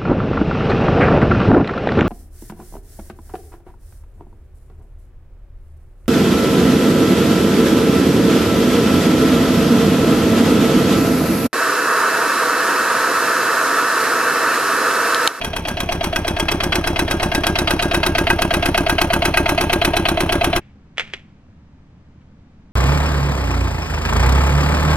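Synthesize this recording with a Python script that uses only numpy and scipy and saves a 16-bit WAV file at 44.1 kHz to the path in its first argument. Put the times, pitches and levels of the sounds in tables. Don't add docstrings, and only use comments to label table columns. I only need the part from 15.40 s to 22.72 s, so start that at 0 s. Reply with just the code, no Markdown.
import sys
import numpy as np
from scipy import signal
from scipy.fft import rfft, irfft, next_fast_len
from scipy.io import wavfile
from scipy.ndimage import uniform_filter1d

SR = 44100
rng = np.random.default_rng(int(sys.argv[2]) if len(sys.argv) > 2 else 0)


def to_wav(sig):
    pcm = np.clip(np.atleast_2d(sig), -1, 1) * 32767
    pcm = np.round(pcm).astype(np.int16)
    wavfile.write(sys.argv[1], SR, pcm.T)


N = 322812
TIME = np.arange(N) / SR

# pitch in Hz, relative strength at that pitch in dB.
AIR_COLOUR = [(25, -2), (45, -11.5), (85, -4), (110, -5), (200, -5.5), (270, -10.5), (370, -22.5),
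              (1100, -30), (2200, -37), (3400, -44), (6500, -51.5), (16000, -85)]
CLICK_COLOUR = [(150, -34), (400, -3.5), (1000, -9), (2200, 3.5), (3300, -3), (4200, -15), (6500, -21.5),
                (9000, -34), (11000, -53), (16000, -84)]
WHIRR_COLOUR = [(25, -18), (100, -0.5), (400, 8.5), (750, -0.5), (1300, -10.5), (2300, -13), (3200, -13.5),
                (4500, -23.5), (6000, -28.5), (7600, -45), (9600, -28.5), (13000, -34.5), (16000, -47)]
VALVE_COLOUR = [(200, -3), (600, 6), (1300, 1.5), (2200, -9.5), (3200, -11.5), (4500, -21), (6200, -20),
                (7600, -25.5), (9600, -16), (13000, -29.5), (16000, -27.5)]
INJECTION_COLOUR = [(400, 5.5), (2500, 1), (3700, 0.5), (4400, -1.5), (5700, -8.5), (7500, -11),
                    (9800, -6.5), (13000, -9.5), (16000, -29.5)]
FIRST_KNOCK_COLOUR = [(150, -5.5), (500, -17.5), (800, -4.5), (1300, -3), (2100, -2.5), (3100, -2.5),
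                      (3700, -10), (4500, -10), (5300, -22.5), (7500, -35), (11000, -29.5), (16000, -46.5)]
SECOND_KNOCK_COLOUR = [(150, 2), (500, -30), (900, 6.5), (1600, -11.5), (2200, -10), (2900, -4),
                       (3700, -16), (6000, -34), (16000, -51.5)]
# start in seconds, seconds to peak, relative level in dB.
RUSTLE_SWELLS = [(5.171, 0.047, -59.5), (5.558, .07, -47.5), (5.729, 0.011, -47), (6.805, 0.01, -66)]
# start in seconds, relative level in dB.
CLICK_HITS = [(5.5737, -22), (5.5818, -5), (5.5967, -4), (5.6032, -19), (5.6065, -13), (5.6088, -13),
              (5.6775, -30), (5.702, -35), (5.7368, -9), (5.7953, -38)]
# time in seconds, then relative dB of gas, panels, valves and knocks.
APPROACH = [(0, -8, -22, -1, -30), (0.599, -4, -5.5, 1, -28), (1.299, -2, -0.5, 3, -23.5),
            (2.502, -1.5, 0.5, 4, -20), (4, -2.5, 1, 4.5, -20.5), (5.2, -1, 2, 4.5, -23.5)]
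# seconds after the first knock, seconds to peak, relative level in dB.
GAS_GULPS = [(.001, 0.003, -27), (0.029, 0.0034, -16.5), (0.0406, 0.0038, -17.5), (.0620, .0014, -13.5),
             (0.0901, 0.0011, -21)]
# seconds after the first knock, pitch in Hz, seconds to peak, relative level in dB.
PIPE_TONES = [(.002, 116, 0.01, -32), (.031, 128, 0.016, -29), (.0615, 72.3, .006, -25),
              (.0622, 177.7, 0.006, -20.5), (.0628, 227, 0.0039, -16), (.0895, 84, 0.0064, -17),
              (.0905, 157.4, 0.0043, -22.5)]
PANEL_TONES = [(.016, 330, .007, -33.5), (.035, 353, 0.0074, -20.5), (.0630, 333.6, 0.0066, -18.5),
               (.0626, 283, 0.005, -16), (.0632, 602, .005, -23), (.090, 318, .006, -27.5)]
# pitch in Hz, seconds to peak, relative level in dB.
COVER_TONES = [(663.3, 0.0062, -17), (694.2, 0.0089, -19.5)]
CRANKCASE_TONES = [(1248, .005, -21.5), (1546, 0.0045, -11), (1619, 0.014, -21), (1960, .002, -11.5),
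                   (2566, 0.0061, -15.5), (2860, 0.0027, -19.5)]
# time in seconds, gain in dB.
COVER_FACING = [(0, -7.5), (.5, 0), (1.5, -5.5), (2.2, -1), (2.8, 1.5), (5.2, 3.5)]
# pitch in Hz, width in Hz, gain in dB.
BLOCK_BANDS = [(490, 79, -8.5), (702, 30, 4.5), (897, 34, 6.5), (1243, 28, 2.5), (1528, 31, 4),
               (1622, 7.3, 13), (2140, 150, 4.5), (2273, 91, -3.5), (2582, 120, 8.5), (3312, 58, 9),
               (3672, 310, -5.5), (3840, 56, 6), (4020, 45, 7), (5614, 130, 7.5), (6100, 170, 7)]
# seconds after the first knock, length in seconds, relative dB.
VALVE_TICKS = [(0.0217, 0.033, -25.5), (0.0303, .008, -21.5), (0.048, 0.018, -25), (0.06, .010, -24),
               (0.07, .008, -31), (0.088, 0.0069, -28.5)]
# time in seconds, dB above the usual level.
HARD_FIRINGS = [(.013, 4.5), (.489, 3), (.758, 6.5), (1.084, 8), (1.203, 4), (1.322, 6.5), (1.592, 3),
                (2.036, 2), (2.274, 3.5), (2.631, 3.5), (2.899, 5.5), (3.970, 5), (4.416, 3), (4.654, 4)]

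HUM_HZ, HUM_DB = 71.3, -55
FIRST_CYCLE_S, CUT_S = 0.0132, 5.187
CYCLE_S, JITTER_S = 0.118977, 0.0002
SECOND_KNOCK_S = 0.0313
SECOND_KNOCK_DB, SECOND_FOLLOWS = -18, 0.88
UNEVEN_DB = 1.14
SHAKE_DB = -31.5
SNAP_FADE = 0.21
CLANK_FULL_DB, CLANK_GROWTH = -13, 1.49
CLANK_SCATTER_DB, FIRST_CLANK_DB = 0.5, -11
PORT_HZ, PORT_BLUR = 2300, 0.64
CUTOFF_HZ = 16000


def from_db(db):
    return 10 ** (np.asarray(db) / 20)


def rms_one(x):
    return x / np.sqrt(np.mean(x ** 2) + 1e-20)


def colour(x, spectrum):
    size = 8192
    hz, level_db = np.transpose(spectrum)
    grid_hz = np.arange(size // 2 + 1) * SR / size
    gain = rms_one(from_db(np.interp(np.log(grid_hz + 1), np.log(hz), level_db)))
    cepstrum = irfft(np.log(gain))
    cepstrum[1:size // 2] *= 2
    cepstrum[size // 2 + 1:] = 0
    response = irfft(np.exp(rfft(cepstrum)))
    return signal.fftconvolve(x, response[None], axes=-1)[:, :N]


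def place(times, sounds):
    out = np.zeros(2 * N)
    for start_s, sound in zip(times, sounds):
        at = max(round(start_s * SR), 0)
        out[at:at + len(sound)] += sound
    return out[:N]


def swell(peak_s):
    age = TIME[:SR // 8] / peak_s
    return age * np.exp(1 - age)


def stereo(direct, scattered, toward):
    size = next_fast_len(N)
    hz = np.arange(size // 2 + 1) * SR / size
    apart = hz / np.hypot(hz, PORT_HZ)
    difference = 1j * toward * rfft(direct, size) + PORT_BLUR * rfft(scattered, size)
    side = irfft(apart * difference, size)[:N]
    return direct + side * np.array([[1], [-1]])


def rattle(times, level_db, length_s, tail_db, tail_t60, alike, grain_db):
    age = TIME[:SR // 9]
    shape = np.exp(-(age / length_s) ** 2) + from_db(tail_db - 60 * age / tail_t60)
    shape = shape * (1 - np.exp(-age / 0.001))
    pair = []
    for _ in range(2):
        fresh = rng.standard_normal((len(times), len(age)))
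        impacts = np.sqrt(alike) * rng.standard_normal(len(age)) + np.sqrt(1 - alike) * fresh
        bunching = rms_one(uniform_filter1d(rng.standard_normal(fresh.shape), size=60))
        clumps = rms_one(from_db(grain_db * np.minimum(bunching, 2)))
        pair.append(place(times, from_db(level_db)[:, None] * shape * impacts * clumps))
    return np.array(pair)


def rings(times, level_db, hz, peak_s, scatter_db=2.0, waver=0.0089):
    vary_db, detune = (rng.standard_normal((len(times), 2)) * [scatter_db, waver]).T
    strength = from_db(level_db + np.minimum(vary_db, scatter_db))
    shape = swell(peak_s)
    tones = -np.sin(2 * np.pi * hz * (1 + detune[:, None]) * TIME[:len(shape)])
    return place(times, strength[:, None] * shape * tones)


def outdoors():
    air = from_db(-46.5) * colour(rng.standard_normal((2, N)), AIR_COLOUR)
    waver = rms_one(np.interp(TIME, np.linspace(0, TIME[-1], num=40), rng.standard_normal(40)))
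    phase = 2 * np.pi * np.cumsum(HUM_HZ + 0.34 * waver) / SR
    hum = from_db(HUM_DB + 1.2 * waver) * np.sqrt(2) * np.sin(phase)
    return stereo(air[0] + hum, 2 * air[1], toward=-0.5)


def rustle():
    level = 0
    for start_s, peak_s, level_db in RUSTLE_SWELLS:
        age = np.maximum(TIME - start_s, 0) / peak_s
        level = level + from_db(level_db) * age * np.exp(1 - age)
    direct, scattered = colour(level * rng.standard_normal((2, N)), CLICK_COLOUR)
    return stereo(direct, scattered, toward=-0.6)


def clicks():
    times, level_db = np.transpose(CLICK_HITS)
    snaps = place(times, from_db(level_db + 9)[:, None])
    buzz = rattle(times - 0.0005, level_db - 23, length_s=0.008,
                  tail_db=-3.5, tail_t60=0.18, alike=0, grain_db=-4.0)
    direct, scattered = colour(np.array([snaps + buzz[0], buzz[1]]), CLICK_COLOUR)
    ping = rings(times, level_db - 25, hz=3450, peak_s=0.002)
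    return stereo(direct + ping, scattered, toward=-0.91)


def engine_bay(x, echo_db, t60, count):
    age = TIME[:SR // 20]
    treble = signal.butter(2, 3200, "high", fs=SR, output="sos")
    out = x
    for spot in range(count):
        echoes = rms_one(rng.standard_normal(len(age)) * from_db(-60 * age / t60)) / np.sqrt(len(age))
        reflected = signal.oaconvolve(x, signal.sosfilt(treble, echoes)[None], axes=-1)[:, :N]
        closeness = np.sqrt(np.maximum(1 - np.abs(TIME / CUT_S * (count - 1) - spot), 0))
        out = out + from_db(echo_db) * closeness * reflected
    return out


def engine_block(x):
    for hz, width_hz, lift_db in BLOCK_BANDS:
        band = signal.lfilter(*signal.iirpeak(hz, hz / width_hz, fs=SR), x)
        x = x + (from_db(lift_db) - 1) * band
    return x


def throb(starts, gas_db, panel_db):
    suction = 0
    for delay, peak_s, level_db in GAS_GULPS:
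        strength = from_db(gas_db + level_db + rng.normal(0, 1.0, len(starts)))
        suction = suction - place(starts + delay, strength[:, None] * swell(peak_s))
    body = signal.sosfilt(signal.butter(1, [14, 900], "band", fs=SR, output="sos"), suction)
    for tones, near_db in ((PIPE_TONES, gas_db), (PANEL_TONES, panel_db)):
        for delay, hz, peak_s, level_db in tones:
            body += rings(starts + delay, near_db + level_db, hz, peak_s)
    facing_db = np.interp(starts, *np.transpose(COVER_FACING))
    for hz, peak_s, level_db in COVER_TONES:
        body += rings(starts + 0.0012, level_db + facing_db, hz, peak_s, waver=0.0046)
    cycle = (TIME - FIRST_CYCLE_S) / CYCLE_S
    shake = -np.cos(3 * 2 * np.pi * cycle)
    body += from_db(SHAKE_DB + np.interp(TIME, starts, gas_db)) * shake
    return stereo(body, np.zeros(N), toward=0.99)


def valves(starts, valve_db):
    ticks = 0
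    for delay, length_s, level_db in VALVE_TICKS:
        tick_db = valve_db + level_db - 5.5 + rng.normal(0, 1.82, len(starts))
        ticks = ticks + rattle(starts + delay, tick_db, length_s,
                               tail_db=-13.0, tail_t60=0.24, alike=0.26, grain_db=2.5)
    return ticks


def crankcase(times, knock_db):
    hardness_db = CLANK_GROWTH * (knock_db - CLANK_FULL_DB)
    return sum(rings(times, hardness_db + level_db, hz, peak_s, CLANK_SCATTER_DB, waver=0.004)
               for hz, peak_s, level_db in CRANKCASE_TONES)


def knock_levels(times, usual_db):
    level_db = usual_db + UNEVEN_DB * rng.standard_normal(len(times))
    for hard_s, extra_db in HARD_FIRINGS:
        is_hard = np.abs(times - hard_s) < CYCLE_S / 8
        level_db = np.where(is_hard, usual_db + extra_db, level_db)
    return level_db


def clatter(starts, first_db, second_db, valve_db):
    first = rattle(starts - 0.001, first_db - 1.5, length_s=0.015,
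                   tail_db=-4.5, tail_t60=0.066, alike=0.24, grain_db=1.0)
    second_at = starts + SECOND_KNOCK_S + rng.normal(0, 0.00031, len(starts))
    second = rattle(second_at - 0.0005, second_db - 12, length_s=0.018,
                    tail_db=-9.5, tail_t60=0.095, alike=0.067, grain_db=2.0)
    snap_db = valve_db + SNAP_FADE * (valve_db - valve_db.max()) - 21
    snap = rattle(second_at, snap_db, length_s=0.0097,
                  tail_db=-12.0, tail_t60=0.064, alike=0.49, grain_db=3.5)
    ticks = valves(starts, valve_db)
    whirr = from_db(np.interp(TIME, starts, valve_db) - 33.0) * rng.standard_normal((2, N))
    contacts = ((first, FIRST_KNOCK_COLOUR), (second, SECOND_KNOCK_COLOUR),
                (snap, INJECTION_COLOUR), (ticks, VALVE_COLOUR), (whirr, WHIRR_COLOUR))
    metal = engine_block(sum(colour(force, spectrum) for force, spectrum in contacts))
    direct, scattered = engine_bay(metal, echo_db=-4, t60=0.040, count=5)
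    clank = from_db(FIRST_CLANK_DB) * crankcase(starts, first_db) + crankcase(second_at, second_db)
    return stereo(direct + clank, scattered, toward=0.83)


def engine():
    starts = np.arange(FIRST_CYCLE_S, CUT_S, CYCLE_S)
    starts = starts + rng.normal(0, JITTER_S, len(starts))
    times, *levels = np.transpose(APPROACH)
    gas_db, panel_db, valve_db, knock_db = [np.interp(starts, times, level) for level in levels]
    first_db = knock_levels(starts, knock_db)
    second_usual_db = SECOND_KNOCK_DB + SECOND_FOLLOWS * (knock_db - knock_db.max())
    second_db = knock_levels(starts + SECOND_KNOCK_S, second_usual_db)
    audible = np.exp(-np.maximum(TIME - CUT_S, 0) / 0.0048)
    return audible * (clatter(starts, first_db, second_db, valve_db) + throb(starts, gas_db, panel_db))


def scene():
    return engine() + clicks() + rustle() + outdoors()


def record(dry):
    treble_cut = signal.cheby2(16, 60, CUTOFF_HZ + 700, fs=SR, output="sos")
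    return signal.sosfilt(treble_cut, np.clip(dry, -1, 1))


dry = scene()
out = record(dry)
to_wav(out)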